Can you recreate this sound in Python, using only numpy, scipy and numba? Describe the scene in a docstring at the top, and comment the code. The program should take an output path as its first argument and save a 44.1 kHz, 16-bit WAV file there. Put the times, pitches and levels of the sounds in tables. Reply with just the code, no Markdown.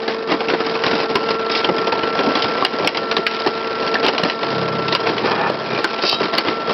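"""A scrapyard: a slow twin-shaft shredder tears up a car body in its steel hopper.
Two hydraulic pumps whine underneath. Stick-slip on the cutters makes a panel judder, an edge buzz and
a strut and a bar scrape; a seam groans open. Up front, sheet metal crumples in a stream of small
fractures and gives way in sharp cracks and clanks. A limiter ducks the mix after the loudest bangs."""
import sys
import numpy as np
from scipy import signal
from scipy.fft import rfft, irfft
from scipy.io import wavfile
from scipy.ndimage import uniform_filter1d
from numba import njit

SR = 44100
rng = np.random.default_rng(int(sys.argv[2]) if len(sys.argv) > 2 else 0)


def store_pcm(level_fs):
    """Save levels as 16-bit WAV."""
    pcm = np.round(np.clip(level_fs, -1, 1) * 32767).astype(np.int16)
    wavfile.write(sys.argv[1], SR, np.atleast_2d(pcm).T)


N = 296793
TIME = np.arange(N) / SR

# steady partials of the pump whine: (multiple of the piston rate, level [dB])
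PUMP_PARTIALS = [(1, -40), (3, -38), (4, -41.5), (5, -42), (8, -43.5)]
# two partials sing out as the pump's load shifts: (time [s], second partial [dB], sixth partial [dB])
LOAD_PARTIALS = [(0, -27, -39), (.7, -26, -34.5), (1.4, -25, -27.5), (2.5, -29.5, -27.5), (2.9, -30, -28),
                 (3.4, -30.5, -30), (3.9, -25, -25), (4.201, -31, -31.5), (4.85, -27, -27),
                 (5.4, -35.5, -36.5), (5.9, -40, -31.5), (6.73, -31.5, -27.5)]
# a second pump beats against the first: (time [s], pitch [Hz], level [dB])
SECOND_PUMP = [(1, 462, -74), (1.6, 465.7, -37), (2.3, 457.3, -38), (3.5, 456.2, -43.5), (4.6, 465, -33),
               (5.1, 455.3, -42), (5.6, 465.6, -39.5), (6.73, 459, -41)]
# a thin edge chatters: (time [s], level [dB])
CHATTER = [(5.66, -41), (5.72, -30), (5.78, -27), (5.83, -49), (5.85, -64)]
# a panel sticks and slips on a cutter: (time [s], slip rate [Hz], level [dB])
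JUDDER = [(4.44, 34, -46), (4.53, 34.3, -28.5), (4.9, 34.3, -31), (4.99, 37, -37), (5.28, 41, -30.5),
          (5.5, 33.8, -33), (5.66, 33.7, -39), (5.78, 30, -32), (5.86, 34, -53)]
# low drone of that panel: (frequency [Hz], level [dB], t60 [s])
PANEL_MODES = [(68, -17, 0.13), (106, -2, 0.074), (136, 4.5, 0.13), (177.4, 4.5, 0.23), (204, 1.5, 0.15)]
# a seam tears open: (time [s], level [dB])
GROAN = [(5.21, -34), (5.25, -20), (5.31, -21.5), (5.37, -21.5), (5.41, -18), (5.48, -19.5), (5.53, -37)]
# midrange body of the tearing sheet: (frequency [Hz], level [dB], t60 [s])
SEAM_MODES = [(383, -3.5, 0.032), (510, -1.5, 0.019), (770, -7, 0.024), (938, 1, 0.023),
              (1085, -0.5, 0.017), (1410, -6, 0.011), (1766, -9, 0.022), (2480, -12, 0.018)]
# a cutter bears on a thin strut, later on a steel bar: (time [s], pressure [dB])
STRUT_SCRAPE = [(1.495, -46), (1.52, -12.5), (1.54, -40), (1.58, -18), (1.63, -45)]
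BAR_SCRAPE = [(6.0, -51), (6.02, -25.5), (6.06, -19.5), (6.09, -16.5), (6.125, -22), (6.15, -26),
              (6.19, -38)]
# bright ring of the strut and the bar: (frequency [Hz], level [dB], t60 [s])
STRUT_MODES = [(2280, -2.5, 0.12), (3300, -2, .15), (3750, -1, .08), (4270, -3, .04), (5400, -4, .06)]
BAR_MODES = [(2630, -13, .12), (3100, -7, 0.14), (3300, -12, .1), (3837, -2.5, 0.2), (4330, -3, .02),
             (4680, -2.5, .025), (5020, -5, 0.04), (5440, -3, 0.025)]
# tone colour of the torn bodywork: (frequency [Hz], spectral level [dB])
SHEET_COLOUR = [(30, -38), (70, -40), (110, -14), (180, -8.5), (300, 3), (550, 0), (800, 1), (1250, -5.5),
                (1600, -7.5), (2100, -12), (2700, -11.5), (3600, -14.5), (5000, -14)]
# three sizes of piece, panels, folds and splinters: (low edge [Hz], high edge [Hz], base t60 [s])
PIECES = [(25, 606, 0.075), (780, 2150, 0.088), (1980, 5180, 0.027)]
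# balance of the crumpling: (panels [dB], folds [dB], splinters [dB])
CRUMPLE_MIX_DB = (2.5, 0, -2.5)
# bed of crumpling as the cutters draw the body in: (time [s], level [dB], brightness [dB])
FEED = [(0, -32, 0.5), (0.24, -33.5, -1), (0.6, -30, 1), (1.1, -27.5, -0.5), (1.4, -29.5, 0),
        (1.75, -27.5, -1.5), (2.4, -27, 1), (2.75, -25, -1), (3.24, -34.5, -0.5), (3.55, -30, 1.5),
        (4.15, -27.5, -1.5), (4.38, -33, 1), (4.47, -26.5, 0.5), (4.8, -28, -1), (5.4, -28, -0.5),
        (5.57, -30, -1), (5.9, -28, 2.5), (6.65, -30.5, -0.5)]
# swells as a cutter catches a sheet and folds it: (start [s], length [s], level [dB], brightness [dB])
FOLDS = [(0.077, 0.064, -31, 5), (0.275, 0.06, -23.5, 0.5), (0.462, 0.086, -27.5, -3),
         (0.838, .19, -26.5, 3), (1.257, 0.056, -25.5, 2), (1.482, 0.14, -27.5, 6), (1.678, 0.042, -24, -7),
         (2.166, 0.14, -27, -3), (2.351, 0.04, -25.5, 1.5), (2.791, 0.14, -30, -12), (2.95, .08, -33, -7),
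         (3.283, 0.15, -30, 5.5), (3.794, 0.072, -28.5, 0), (4.016, 0.078, -20, 1), (4.112, 0.032, -27, 2),
         (4.234, .08, -29, 2.5), (5.044, 0.049, -23.5, 0), (5.231, 0.12, -26.5, 1.5),
         (5.698, 0.11, -29.5, -4), (6.195, 0.061, -24.5, 1), (6.321, 0.089, -23.5, 2),
         (6.436, .07, -27, -1), (6.664, .1, -24, 0)]
# parts spring free with a pitched clank or boom: (time [s], pitch [Hz], level [dB])
CLANKS = [(1.644, 3150, -19.5), (1.924, 893, -17), (2.624, 1140, -12.5), (2.651, 1800, -12.5),
          (2.875, 2700, -13), (3.267, 1634, -15.5), (3.941, 703, -17), (3.954, 1767, -13.5),
          (4.233, 195, -14.5), (4.432, 790, -23), (5.498, 580, -16), (5.844, 1540, -9), (6.127, 775, -18),
          (6.383, 4520, -11)]
# parts give way; big ones thud, small ones snap: (time [s], level [dB], brightness [dB])
CRACKS = [(0.079, -20, -1.5), (0.31, -19, -6), (0.321, -21.5, -0.5), (0.336, -20, -5), (0.405, -22.5, -1),
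          (0.485, -23, 3.5), (0.5, -22, 2.5), (0.536, -14.5, -6), (0.604, -20, -5), (0.665, -22.5, -0.5),
          (0.695, -26.5, 0.5), (0.752, -22.5, -0.5), (0.837, -19, 0.5), (0.864, -18.5, 0.5),
          (0.93, -21.5, -5.5), (1.155, -11, -2.5), (1.306, -24.5, 1), (1.55, -21.5, 7), (1.645, -20.5, 4),
          (1.688, -16, -6.5), (1.782, -23.5, 0), (1.87, -22.5, 0.5), (1.922, -19.5, -1),
          (2.032, -22.5, -0.5), (2.19, -21, 1), (2.27, -16.5, -15), (2.352, -18.5, 0.5), (2.421, -21.5, 22),
          (2.443, -20, -2.5), (2.623, -20.5, -4), (2.649, -8.5, 6), (2.846, -23, -0.5), (2.874, -8.5, 6.5),
          (2.947, -19, 1), (2.971, -17, 2.5), (3.113, -19, 2), (3.167, -15, 1), (3.185, -21.5, -20),
          (3.266, -15, 10), (3.462, -14, -6.5), (3.472, -15, -1), (3.875, -26, 10), (3.941, -19.5, 0.5),
          (3.954, -26, -2.5), (4.064, -19, 7), (4.083, -14.5, 2), (4.18, -20, 5), (4.234, -19, 2.5),
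          (4.25, -19.5, -4), (4.298, -22.5, 7), (4.431, -21, -2), (4.881, -23, 6), (4.924, -18.5, 4.5),
          (4.95, -14, 3), (5.07, -24.5, 5), (5.093, -24, -3), (5.18, -24, 8.5), (5.24, -19.5, -8.5),
          (5.497, -21, -5), (5.748, -27, -1), (5.843, -15, 0), (6.035, -19, -3.5), (6.127, -18, -1.5),
          (6.206, -20.5, -9), (6.383, -15.5, 4), (6.483, -19, -1.5), (6.508, -26, -4)]


def undb(db):
    """Decibels to gain."""
    return 10 ** (np.asarray(db) / 20)


def unit(x):
    """Scale to rms 1."""
    return x / np.sqrt(np.mean(x ** 2) + 1e-18)


def curves(table):
    """Automation curves: a table's columns, joined by straight lines in time."""
    times, *columns = np.transpose(table)
    return [np.interp(TIME, times, column) for column in columns]


def fader(table):
    """Gain from a table's last column, muted outside its time span."""
    active = (TIME >= table[0][0]) & (TIME <= table[-1][0])
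    return active * undb(curves(table)[-1])


def wander(rate_hz):
    """Smooth random modulation with a spread near 1."""
    step = max(int(SR / rate_hz), 2)
    return uniform_filter1d(np.repeat(rng.standard_normal(1024), step)[:N], step)


def convolve(x, response):
    """Pass a sound through an impulse response."""
    return signal.oaconvolve(x, response)[:N]


def clicks(times, sizes):
    """A train of single impulses."""
    return np.bincount(np.clip(times * SR, 0, N - 1).astype(int), sizes, N)


def slips(hz, jitter, scatter_db):
    """Stick-slip: one impulse a cycle, uneven in timing and force."""
    cycles = np.floor(np.cumsum(hz * (1 + jitter * wander(40))) / SR)
    return np.diff(cycles, prepend=0) * undb(scatter_db * rng.standard_normal(N))


def ring(drive, modes):
    """Drive damped modes; each one's level sets its share of the response's energy."""
    t = TIME[:SR // 2]
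    response = sum((-1) ** k * undb(db) * unit(np.cos(2 * np.pi * hz * t) * undb(-60 * t / t60))
                   for k, (hz, db, t60) in enumerate(modes))
    return unit(convolve(drive, response))


def pumps(piston_hz=224.85, drift=0.00027, waver_db=1.0):
    """Background whine: piston pulses of two hydraulic pumps, nearly constant in speed."""
    phase = 2 * np.pi * np.cumsum(piston_hz * (1 + drift * wander(7.7))) / SR
    whine = 0
    for multiple, db in [*PUMP_PARTIALS, *zip((2, 6), curves(LOAD_PARTIALS))]:
        gain = undb(db + waver_db * wander(7))
        whine += gain * np.sin(multiple * phase + rng.uniform(0, 2 * np.pi))
    hz, db = curves(SECOND_PUMP)
    second_pump = undb(db) * np.sin(2 * np.pi * np.cumsum(hz) / SR)
    return np.sqrt(2) * (whine + second_pump)


def edge_chatter():
    """A thin edge buzzes against a cutter, ringing in one high mode."""
    taps = slips(hz=71, jitter=0.0168, scatter_db=-2.0)
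    return fader(CHATTER) * ring(taps, [(2390, 0, 0.027)])


def panel_judder():
    """Slow stick-slip makes a large panel drone."""
    slip_hz, _ = curves(JUDDER)
    return fader(JUDDER) * ring(slips(slip_hz, jitter=0.012, scatter_db=2.0), PANEL_MODES)


def seam_groan():
    """Quick, uneven slips of a tearing seam keep the sheet sounding; the hopper walls smear them."""
    tearing = slips(hz=170, jitter=0.2, scatter_db=3)
    smeared = convolve(tearing, rng.standard_normal(SR // 80))
    return fader(GROAN) * ring(smeared, SEAM_MODES)


def sheet_noise(low_hz, high_hz, peak_db=5.0, spacing_hz=130):
    """Dense resonances of bent sheet; a few stand out, different ones each time."""
    freqs = np.fft.rfftfreq(SR // 5, 1 / SR) + 1
    hz, db = np.transpose(SHEET_COLOUR)
    colour_db = np.interp(np.log(freqs), np.log(hz), db)
    peaks_db = peak_db * np.interp(freqs / spacing_hz, np.arange(256), rng.standard_normal(256))
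    band = 1 / np.sqrt((1 + (low_hz / freqs) ** 12) * (1 + (freqs / high_hz) ** 12))
    return irfft(rfft(rng.standard_normal(SR // 5)) * band * undb(colour_db + peaks_db))


def fracture(low_hz, high_hz, t60, tear_s, rise_cycles=1.14, hopper_t60=0.27, hopper_db=-18):
    """Metal tears briefly, dies fast and echoes in the hopper. Large pieces have a softer attack."""
    t = TIME[:SR // 5]
    since_tear = np.maximum(t - tear_s, 0)
    attack = 1 - np.exp(-t * high_hz / rise_cycles)
    decay = undb(-60 * since_tear / t60)
    hopper_tail = undb(hopper_db - 60 * since_tear / hopper_t60)
    burst = sheet_noise(low_hz, high_hz) * attack * (decay + hopper_tail)
    return burst / np.sqrt(np.mean(burst[:SR // 80] ** 2))  # the transient sets the level


def cutter_scrape(pressure, modes, grit_db, ring_db):
    """Fast, uneven slips hiss and set a steel part ringing, which sings on after the cutter has left."""
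    force = fader(pressure)
    rub = slips(hz=900, jitter=0.47, scatter_db=7.5) * rng.choice([-1, 1], N)
    grain = fracture(low_hz=2900, high_hz=6300, t60=0.0086, tear_s=0.00046)
    grit = force * unit(convolve(rub, grain))
    ringing = np.std(force) * ring(force * rub, modes)
    return undb(grit_db) * grit + undb(ring_db) * ringing


def piece_gains(db, bright_db):
    """Share a level among panels, folds and splinters: brightness favours the small pieces."""
    shares = undb(np.multiply.outer([-1, 0, 1], bright_db))
    return undb(db) * shares / np.sqrt(np.mean(shares ** 2, axis=0))


def crumple_envelopes(attack_s=0.023, release_s=0.023):
    """Gain for each size of piece: the steady feed plus a swell for every fold."""
    power = piece_gains(*curves(FEED)) ** 2
    for start, length, db, bright_db in FOLDS:
        fade_in = (TIME - start) / attack_s
        fade_out = 1 - (TIME - start - length) / release_s
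        swell = np.clip(np.minimum(fade_in, fade_out), 0, 1)
        power += np.outer(piece_gains(db, bright_db), swell) ** 2
    return np.sqrt(power)


def crumpling(spread_db=2.5, scatter_db=1, decay_scale=0.77, count=2400, variants=20):
    """The main crunch: a stream of small fractures, mostly weak and a few strong, over many folds."""
    times = rng.uniform(0, N / SR, count)
    force_db = spread_db * np.minimum(rng.exponential(size=count), 4)
    out = np.zeros(N)
    for (low, high, t60), envelope, mix_db in zip(PIECES, crumple_envelopes(), CRUMPLE_MIX_DB):
        sizes = undb(force_db + scatter_db * rng.standard_normal(count))
        stream = np.zeros(N)
        for k in range(variants):
            grain = fracture(low, high, t60 * decay_scale, tear_s=0.0003)
            stream += convolve(clicks(times[k::variants], sizes[k::variants]), grain)
        # hold the crunch at an even level, so its loudness follows the feed and fold envelopes
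        power = uniform_filter1d(uniform_filter1d(stream ** 2, SR // 18), SR // 30)
        out += envelope * undb(mix_db) * stream / np.sqrt(np.abs(power) + 1e-6)
    return out


def clanks(t60=0.058, detune=0.08, rise_cycles=0.77):
    """A freed part rings briefly in a close pair of modes, damped by the scrap around it."""
    t = TIME[:SR // 5]
    out = np.zeros(N + SR)
    for start, hz, db in CLANKS:
        pair = np.sin(2 * np.pi * hz * t) + 0.5 * np.sin(2 * np.pi * hz * (1 - detune) * t)
        attack = 1 - np.exp(-t * hz / rise_cycles)
        onset = int(start * SR)
        out[onset:onset + len(t)] += 2 * attack * undb(db - 60 * t / t60) * pair
    return out[:N]


def splinters(typical_delay_s=0.009, level_db=-14.5, tear_s=0.0005, decay_scale=0.46, per_crack=3):
    """A few slivers break off just after each crack and make it ragged."""
    times, db, bright_db = np.transpose(CRACKS)
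    low, high, t60 = PIECES[-1]
    delays = typical_delay_s * rng.uniform(0.5, 1.9, (len(times), per_crack))
    sizes = undb(level_db) * piece_gains(db, bright_db)[-1]  # relative to each crack's top band
    return sum(convolve(clicks(times + delay, sizes), fracture(low, high, t60 * decay_scale, tear_s))
               for delay in delays.T)


def cracks(tear_s=0.0038, decay_scale=0.96, mix_db=(-1.5, -0.5, -1)):
    """The big hits: larger parts give way, sounding panel, fold and splinters at once."""
    out = np.zeros(N + SR)
    for start, db, bright_db in CRACKS:
        onset = int(start * SR)
        for (low, high, t60), gain, trim_db in zip(PIECES, piece_gains(db, bright_db), mix_db):
            burst = gain * undb(trim_db) * fracture(low, high, t60 * decay_scale, tear_s)
            out[onset:onset + len(burst)] += burst
    return out[:N]


def scene():
    """All layers meet in mono, at one microphone above the hopper."""
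    breaking = crumpling() + cracks() + clanks() + splinters()
    strut = cutter_scrape(STRUT_SCRAPE, STRUT_MODES, grit_db=-3.0, ring_db=-6.0)
    bar = cutter_scrape(BAR_SCRAPE, BAR_MODES, grit_db=2.5, ring_db=1.5)
    friction = strut + bar + panel_judder() + seam_groan() + edge_chatter()
    return (breaking + friction + pumps())[None]


@njit
def follow(x, attack_s, release_s):
    """Envelope follower with separate attack and release times."""
    envelope, level = np.empty(len(x)), 0.
    for i in range(len(x)):
        lag_s = attack_s if abs(x[i]) > level else release_s
        level += (abs(x[i]) - level) / (lag_s * SR)
        envelope[i] = level
    return envelope


def record(dry, low_cut_hz=62, high_cut_hz=5600, limit_db=-7, ceiling=0.7, top_hz=16000):
    """A narrow-band chain: its limiter ducks after bangs, and only their first peaks clip."""
    x = signal.sosfilt(signal.butter(2, low_cut_hz, "high", fs=SR, output="sos"), dry[0])
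    envelope = follow(x, attack_s=0.00043, release_s=0.098)
    limited = x / np.maximum(envelope / undb(limit_db), 1)
    high_cut = signal.firwin(131, high_cut_hz, window=("kaiser", 9), fs=SR)
    clipped = np.clip(signal.fftconvolve(limited, high_cut, "same"), -ceiling, ceiling)
    top_cut = signal.ellip(8, 0.2, 70, top_hz, fs=SR, output="sos")
    return signal.sosfilt(top_cut, clipped)[None]


dry = scene()
out = record(dry)
store_pcm(out)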